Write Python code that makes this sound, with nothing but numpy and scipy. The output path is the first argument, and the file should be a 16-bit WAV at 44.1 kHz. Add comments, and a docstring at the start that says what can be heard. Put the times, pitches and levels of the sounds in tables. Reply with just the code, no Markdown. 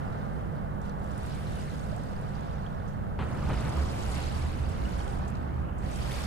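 """A dull roar of wheels and a wavering drone: a long freight train crosses a trestle far over a lake,
echoed by the hillside and heard from the shore by a spaced pair of microphones.
Close by, small waves wash the gravel with fizzing foam, ticks of spray and ringing bubbles.
One slaps down in the middle, booms with trapped air, and runs off to the left in bubbles and fizz."""
import sys
import numpy as np
from scipy import signal
from scipy.fft import rfft, irfft
from scipy.io import wavfile
from scipy.ndimage import map_coordinates

SR = 44100
rng = np.random.default_rng(int(sys.argv[2]) if len(sys.argv) > 2 else 0)


def dump(signal):
    """Clip the signal to [-1, 1] and save it as 16-bit WAV at the path in sys.argv[1]."""
    limited = np.clip(np.atleast_2d(signal).T, -1, 1)
    pcm = np.round(limited * 32767).astype(np.int16)
    wavfile.write(sys.argv[1], SR, pcm)


N = 276418
T = np.arange(N) / SR
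FREQ = np.maximum(np.arange(N // 2 + 1) * SR / N, 1)

# tone colour of the rolling wheels (frequency [Hz], relative level [dB])
ROAR_EQ = [(20, -13.5), (42, -11.5), (60, -1), (85, -2.5), (125, -7), (160, -2), (205, -6.5), (240, -9.5),
           (310, -18), (480, -15.5), (800, -15), (1050, -19), (1500, -25), (2200, -38.5), (3200, -69)]
# tones of the drone (mid-life pitch [Hz], glide [Hz/s], level before panning [dB], start [s], end [s])
DRONE_TONES = [(59.2, 0, -46, 0, 3.2), (106.5, 0, -47, 0, 4.1), (147, 0, -44.5, 0, 3.7),
               (200, 2.5, -46.5, 0, 4.1), (296, 0, -61, 0, 3.1), (479, 0, -60, 0, 3.1),
               (72, 0, -39.5, 3.4, 3.85), (76.5, 9, -36.5, 4.25, 4.6), (65, 0, -41, 4.3, 4.7),
               (72, 0, -38.5, 5.05, 6.27), (123.5, 0, -45, 3.3, 6.1), (55, 0, -43.5, 4.7, 5.4),
               (54.5, 0, -39.5, 5.75, 6.05), (186, 3, -50, 4.6, 5.7), (204, 0, -53, 5.0, 6.27),
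               (336, 0, -57, 3.4, 6.27)]
# path of the wave front along the shore (time [s], lag of the left microphone [ms])
SHORE_PATH = [(1.2, 0.21), (2.4, -1.52), (3.1, 0.18), (3.75, -0.12), (4.2, -0.12), (4.6, -1.54),
              (5.4, -1.15), (6.27, 0.18)]
# small waves on the gravel, levels relative within each layer
# (start [s], run-up [s], drain [s], foam level [dB], fine foam level [dB], tumble level [dB])
SHORE_WAVES = [(-0.4, 0.45, 0.63, -67.5, -67.5, -53), (0.81, 0.046, 0.1, -66.5, -67, -65),
               (0.95, 0.55, 0.89, -59.5, -58.5, -51.5), (2.22, 0.21, 0.41, -65, -78, -64),
               (3.17, 0.68, 0.6, -54.5, -55.5, -57), (3.93, 0.22, 0.53, -52.5, -53, -55),
               (4.6, 0.32, 0.37, -58.5, -58.5, -72), (5.04, 0.11, 0.043, -72, -59, -68),
               (5.8, 0.37, 0.87, -51, -49.5, -49)]
# crests slapping down (time [s], level before low-pass [dB], rise [s], hold [s], decay [s], cutoff [Hz])
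CREST_SLAPS = [(3.187, -32.8, .003, .04, .017, 7000), (3.312, -39, .014, .02, .02, 1700),
               (3.408, -39, .02, .01, .015, 1900), (3.45, -37.5, .02, .025, .02, 1200),
               (3.48, -34.5, .022, .038, .016, 4500), (3.588, -39, .016, .015, .02, 2000),
               (3.636, -35.5, .018, .025, .024, 2400), (3.717, -35.5, .01, .012, .012, 1000),
               (3.75, -37.5, .016, .035, .02, 1800), (4.156, -37.5, .014, .02, .015, 1000)]
# air pockets booming (peak time [s], pitch [Hz], level before panning [dB], half length [s])
POCKET_BOOMS = [(1.925, 85, -38, 0.0072), (3.215, 73.4, -26.5, 0.026), (3.472, 72, -24, 0.018),
                (3.573, 68, -24, 0.015), (3.804, 69.3, -26, 0.037), (4.093, 62.5, -26.5, 0.026),
                (4.851, 59, -24, 0.018), (4.956, 61, -25.5, 0.014)]
# the loudest drops of spray (time [s], pitch [Hz], level [dB], decay [s])
SPRAY_DROPS = [(0.815, 6660, -41.5, 0.002), (.893, 6030, -44, .0026), (1.041, 7420, -48, 0.0032),
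               (1.115, 6250, -44, .0028), (1.176, 8600, -47, 0.0055), (1.261, 10000, -45, 0.0033),
               (1.306, 7400, -47, .002), (1.615, 7600, -43, .003), (1.737, 11000, -54, .002),
               (1.793, 6000, -43, .003), (1.914, 4650, -46, .003), (1.962, 7400, -41, 0.0022),
               (2.034, 7750, -48, .003), (2.211, 9000, -51, .004), (2.407, 6900, -45, 0.0023),
               (2.876, 6110, -60, 0.029), (2.933, 7200, -49, 0.0017), (3.311, 4520, -55, .005),
               (3.503, 2760, -47, .01), (3.540, 8360, -43, 0.0033), (3.607, 10100, -41, 0.0028),
               (3.690, 7500, -44, .006), (4.112, 8000, -44, .008), (4.143, 9000, -50, .007),
               (4.151, 4700, -42, .004), (4.436, 7900, -51, 0.0026), (4.493, 8800, -55, 0.0013),
               (4.688, 8380, -49.5, 0.0086), (4.715, 5040, -47, 0.0036), (5.077, 3220, -42, 0.0034),
               (5.186, 7100, -45, .003), (5.277, 7400, -49, 0.01), (5.299, 9500, -47, 0.0043),
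               (5.352, 4120, -44, 0.0036), (5.366, 4300, -53, 0.0043), (5.778, 7760, -59.5, 0.039),
               (5.958, 7360, -36, .003), (6.128, 11200, -39, .003)]
# the loudest ringing bubbles (time [s], pitch [Hz], level [dB], decay [s], left minus right [dB])
BUBBLE_PLIPS = [(1.469, 4040, -43, .0025, -4), (1.926, 590, -29.5, .006, -9), (1.959, 695, -36, .007, -8),
                (2.163, 4740, -49, .0025, -8), (2.353, 4630, -49, .002, 12),
                (2.664, 3180, -42.5, .0025, 14), (3.426, 1145, -37, .007, -5),
                (3.767, 1215, -38.5, .014, 3), (4.153, 4570, -32, .0012, 0), (4.180, 5000, -43, .002, 0),
                (4.637, 3600, -49, .003, 0), (4.853, 2820, -39.5, .0035, 8), (5.004, 3050, -39.5, .0025, 8),
                (6.118, 3560, -37, .0035, -1)]
# tone colours of the water and the air (frequency [Hz], relative level [dB])
TUMBLE_EQ = [(120, -2), (250, -4), (400, -5.5), (750, -1), (1300, -2), (2000, -8.5), (3000, -15),
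             (5000, -73)]  # churning water
SLAP_EQ = [(150, 18), (400, 3.5), (900, 4), (1500, -1), (2200, -7), (3000, -9.5), (4300, -18.5),
           (5500, -32), (9000, -22)]  # a crest's impact
CLOUD_EQ = [(18, -10), (28, 2), (42, -4), (66, -3.5), (80, -1.5), (98, -7), (130, -1.5), (190, -23.5),
            (260, -11), (500, -19.5)]  # air trapped under the wave
FOAM_EQ = [(1200, -0.5), (2200, -0.5), (3200, -2), (4500, -3.5), (6300, -8.5), (8000, -7.5), (10000, -9),
           (12500, -17), (15500, -27)]  # bursting foam
HISS_EQ = [(1500, 11.5), (3000, 8.5), (5000, -5), (8000, -3.5), (12000, -5), (15500, -5.5)]  # the even bed of hiss
BREEZE_EQ = [(15, 6), (25, 5), (38, 2), (90, -43)]  # wind rumble

TRAIN_LAG_MS = 0.56  # the left microphone hears the train this much later
ROAR_DB, ROAR_EXTRA_DB, ROAR_SETTLE_S = -36, 1.5, 0.63  # the roar opens a little stronger, then settles
BREAK_S, BREAK_ATTACK_S = 3.188, 0.042  # the big wave
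SWELL_POWER, DRAIN_POWER = 0.61, 1.15  # a wave swells as a power of time and drains ever faster
DROP_OCTAVES, DROP_OCTAVES_PER_KHZ = 0.033, 0.024  # high drops burst in a wider band
SPLASH_DB, SPLASH_OCTAVES = -3, 0.9  # the broad splash around each tick
DROP_ATTACK_S, DROP_TOP_HZ = 0.0038, 11000
STRAY_DROP_DECAY_S, STRAY_PLIP_DECAY_S, STRAY_PLIP_PAN_DB = 0.0044, 0.0014, 11
PLIP_RISE = 0.0118  # how steeply a bubble's pitch climbs as it fades
TOP_HZ = 15450


def train_roar():
    """Hundreds of wheels merge to a roar, part direct, part off the hillside; the air takes the treble."""
    direct = arrive(rng.standard_normal(N), TRAIN_LAG_MS)
    hillside = surround(rng.standard_normal((2, N)), spacing_ms=3.87)
    wet = 1 / (1 + (FREQ / 600) ** 3.26)  # the echo is mostly bass
    roar = irfft(rfft(direct) * np.sqrt(1 - wet) + rfft(hillside) * np.sqrt(wet), N)
    level = amp(ROAR_DB + ROAR_EXTRA_DB * np.exp(-T / ROAR_SETTLE_S))
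    return flicker(colour(roar, ROAR_EQ), rate=0.57, depth_db=1.1) * level


def train_drone():
    """Tones of engines and ringing steel come and go, wavering on their way over the water."""
    lag_s = np.array([[TRAIN_LAG_MS / 1000], [0]])
    out = 0
    for hz, glide, db, start, end in DRONE_TONES:
        pitch = hz + glide * (T - (start + end) / 2) + 0.29 * walk(3.86) + 0.84 * walk(24.8)
        fade = np.clip(np.minimum(T - start, end - T) / .25 + 1, 0, 1)  # full from start to end
        throb_db = 1.8 * walk(8)
        tone = np.sqrt(2) * np.sin(2 * np.pi * (np.cumsum(pitch) / SR - hz * lag_s))
        out = out + amp(db + throb_db) * fade * tone
    return out


def slaps():
    """Each crest hits the water in a burst of spray and ringing bubbles; softer sloshes are duller."""
    ringing = bubbles(1100, 900, 4800, cycles=9, scatter_db=1, count=24)
    splatter = bubbles(9000, 142, 7800, cycles=0.73, scatter_db=-2.0)
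    spectrum = rfft(colour(splatter + 0.42 * ringing, SLAP_EQ))
    out = 0
    for start, db, rise, hold, decay, cutoff_hz in CREST_SLAPS:
        age = np.maximum(T - start, 0)
        burst = np.minimum(age / rise, 1) * np.exp(-np.maximum(age - rise - hold, 0) / decay)
        spray = irfft(spectrum / np.sqrt(1 + (FREQ / cutoff_hz) ** 6), N)
        out = out + amp(db) * burst * spray
    return out


def tumble():
    """Water tumbles in large bubbles along the shore, hardest once the big wave breaks."""
    swarm = bubbles(1400, 194.5, 4020, cycles=6.55, scatter_db=-0.5, count=24)
    front = arrive(swarm, curve(SHORE_PATH))
    spread = surround(rng.standard_normal((2, N)), spacing_ms=0.75)
    *_, tumble_db = np.transpose(SHORE_WAVES)
    churn = np.hypot(wave_envelope(tumble_db), break_envelope(db=-47, hold_s=0.31, fade_db_per_s=2))
    return colour(front + spread, TUMBLE_EQ) * churn


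def trapped_air():
    """The cloud of air under the breaking wave throbs as one body; large pockets boom."""
    throb = colour(surround(rng.standard_normal((2, N)), spacing_ms=1.0), CLOUD_EQ)
    out = throb * break_envelope(db=-37, hold_s=1.0, fade_db_per_s=4)
    for time, hz, db, half_length in POCKET_BOOMS:
        swell = np.exp(-.5 * ((T - time) / half_length) ** 2)
        out = out + amp(db) * swell * np.sin(2 * np.pi * hz * (T - time) + rng.uniform(0, 2 * np.pi))
    return out


def foam_wash():
    """Foam bursts on the gravel in thousands of tiny bubbles, over a faint even hiss."""
    *_, foam_db, fine_db, _ = np.transpose(SHORE_WAVES)
    fizz = np.array([bubbles(2400, 1800, 14000, cycles=11, scatter_db=3.8, count=40) for _ in range(2)])
    # larger bubbles ring at the running front of the wave
    front = arrive(bubbles(420, 1500, 8000, cycles=26, scatter_db=2.5, count=48), curve(SHORE_PATH))
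    foam = fizz + amp(-6) * front + rng.standard_normal((2, N))
    foam = colour(flicker(foam, rate=9, depth_db=1.1), FOAM_EQ)
    coarse = irfft(rfft(foam) / (1 + (FREQ / 6500) ** 6), N)
    fine = (foam - coarse) * wave_envelope(fine_db, drain_share=0.76)  # the finest bubbles go first
    hiss = amp(-69.0) * colour(rng.standard_normal((2, N)), HISS_EQ)
    return coarse * wave_envelope(foam_db) + fine + hiss


def drops():
    """Each drop bursts in a short, ragged tick with a fainter, broad splash."""
    age = T[:SR // 10]
    out = np.zeros((2, N + len(age)))
    hz = np.maximum(np.fft.rfftfreq(len(age), 1 / SR), 1)
    strays = stray_events(per_s=11, low_hz=4000, high_hz=11300, offset_db=-3, scatter_db=6)
    strays = [(*row, STRAY_DROP_DECAY_S) for row in strays]
    for time, centre, db, decay in list(SPRAY_DROPS) + strays:
        octaves = np.log2(hz / centre)
        tick = np.exp(-.5 * (octaves / (DROP_OCTAVES + DROP_OCTAVES_PER_KHZ * centre / 1000)) ** 2)
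        splash = amp(SPLASH_DB) * np.exp(-.5 * (octaves / SPLASH_OCTAVES) ** 2)
        band = (tick + splash) / np.sqrt(1 + (hz / DROP_TOP_HZ) ** 8)
        spray = unit(irfft(rfft(rng.standard_normal((2, len(age)))) * band, len(age)))
        envelope = np.minimum(age / DROP_ATTACK_S, 1) * np.exp(-age / decay)
        start = int(time * SR)
        out[:, start:start + len(age)] += amp(db) * spray * envelope
    return out[:, :N]


def plips():
    """Single bubbles ring out clearly, rising in pitch as they surface."""
    age = T[:SR // 10]
    out = np.zeros((2, N + len(age)))
    strays = stray_events(per_s=30, low_hz=2400, high_hz=9500, offset_db=3, scatter_db=4)
    strays = [(*row, STRAY_PLIP_DECAY_S, rng.normal(0, STRAY_PLIP_PAN_DB)) for row in strays]
    for time, hz, db, decay, pan_db in list(BUBBLE_PLIPS) + strays:
        turns = hz * age * (1 + PLIP_RISE * np.minimum(age / decay, 10))
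        ring = np.sin(2 * np.pi * turns) * np.minimum(turns / 2, 1) * np.exp(-age / decay)
        pan = amp([[pan_db / 2], [-pan_db / 2]])
        start = int(time * SR)
        out[:, start:start + len(age)] += amp(db) * pan / pan.mean() * ring
    return out[:, :N]


def breeze():
    """Light air stirs each microphone on its own in a low rumble."""
    return amp(-44.0) * colour(rng.standard_normal((2, N)), BREEZE_EQ)


def bubbles(per_s, low_hz, high_hz, cycles, scatter_db, count=12):
    """A swarm of bubbles in count sizes, each ringing a few cycles and rising in pitch; rms 1."""
    out = 0
    for hz in np.geomspace(low_hz, high_hz, count):
        age = np.arange(int(4 * cycles * SR / hz)) * hz / SR / cycles  # in decay times
        ring = np.exp(-age) * np.sin(2 * np.pi * cycles * age * (1 + 0.0593 * age))
        births = rng.random(N) < per_s / count / SR
        strength = amp(scatter_db * np.minimum(rng.exponential(size=N), 4))
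        kicks = births * strength * rng.choice([-1, 1], N)
        out = out + np.sqrt(hz) * unit(signal.oaconvolve(kicks, ring)[:N])  # white on average
    return unit(out)


def stray_events(per_s, low_hz, high_hz, offset_db, scatter_db):
    """Random drops or bubbles that ride the foam's level (time [s], pitch [Hz], level [dB])."""
    *_, foam_db, _, _ = np.transpose(SHORE_WAVES)
    when, pitch, size = rng.random((int(per_s * N / SR), 3)).T
    time = when * T[-1]
    envelope_db = 20 * np.log10(np.interp(time, T, wave_envelope(foam_db)))
    db = envelope_db + offset_db + scatter_db * (2 * size - 1)
    return list(zip(time, low_hz * (high_hz / low_hz) ** pitch, db))


def wave_envelope(levels_db, drain_share=1):
    """Strength of the running water: each wave swells as it runs up, then drains away."""
    power = 0
    for (start, run_up, drain, *_), db in zip(SHORE_WAVES, levels_db):
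        swell = np.clip((T - start) / run_up, 0, 1) ** SWELL_POWER
        ebb = np.exp(-(np.maximum(T - start - run_up, 0) / (drain * drain_share)) ** DRAIN_POWER)
        power = power + (amp(db) * swell * ebb) ** 2
    return np.sqrt(power)


def break_envelope(db, hold_s, fade_db_per_s):
    """Attack, hold and fade from the moment the big wave breaks."""
    age = T - BREAK_S
    return np.clip(age / BREAK_ATTACK_S, 0, 1) * amp(db - fade_db_per_s * np.maximum(age - hold_s, 0))


def arrive(x, lag_ms):
    """Place a sound by delay: it reaches the left microphone lag_ms after the right."""
    shift = lag_ms * SR / 2000  # half the lag a side, in samples
    return np.array([map_coordinates(x, [np.arange(N) + way * shift], order=3, mode="wrap")
                     for way in (-1, 1)])


def surround(pair, spacing_ms):
    """Two unrelated sounds as a field from all sides: long waves reach both microphones alike."""
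    alike = np.sinc(2 * FREQ * spacing_ms / 1000)
    mid, side = irfft(rfft(pair) * np.sqrt([1 + alike, 1 - alike]), N)
    return unit(np.array([mid + side, mid - side]))


def colour(x, points):
    """EQ x through (frequency [Hz], level [dB]) points, with steep skirts beyond the ends; rms 1."""
    hz, db = np.transpose(points)
    skirts = 1 / np.sqrt((1 + (FREQ / hz[-1] / 2) ** 8) * (1 + (hz[0] / FREQ / 2) ** 8))
    gain = amp(np.interp(np.log(FREQ), np.log(hz), db))
    return unit(irfft(rfft(x) * gain * skirts, N))


def flicker(x, rate, depth_db):
    """Let every octave of x swell and sink on its own."""
    spectrum, octave = rfft(x), np.log2(FREQ)
    bands = (irfft(spectrum * np.maximum(1 - abs(octave - k), 0), N) for k in range(4, 15))
    return sum(band * amp(depth_db * walk(rate)) for band in bands)


def walk(rate):
    """Smooth random modulation of rms 1 that changes about rate times a second."""
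    return unit(irfft(rfft(rng.standard_normal(N)) * np.exp(-(FREQ / rate) ** 2), N))


def curve(rows):
    """Join (time [s], value) rows by straight lines."""
    return np.interp(T, *np.transpose(rows))


def amp(db):
    """Decibels to gain."""
    return 10 ** (np.asarray(db) / 20)


def unit(x):
    """Scale to rms 1."""
    return x / np.sqrt(np.mean(x ** 2))


def scene():
    """The train and the trapped air lean to the right; above 7 kHz the image narrows toward the middle."""
    far = (train_roar() + train_drone()) * amp([[-1.4], [1.9]])
    deep = trapped_air() * amp([[-2.2], [1.6]])
    breaker = tumble() + slaps()
    left, right = amp(7.0) * foam_wash() + drops() + plips()
    width = .22 + .78 / (1 + (FREQ / 7000) ** 20)  # the image narrows above 7 kHz
    side = irfft(rfft(left - right) * width, N)
    sparkle = np.array([left + right + side, left + right - side]) / 2
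    return far + deep + breaker + sparkle + breeze()


def record(dry):
    """A steep low-pass trims the very top."""
    return signal.sosfilt(signal.ellip(10, .1, 80, TOP_HZ, fs=SR, output="sos"), dry)


dry = scene()
out = record(dry)
dump(out)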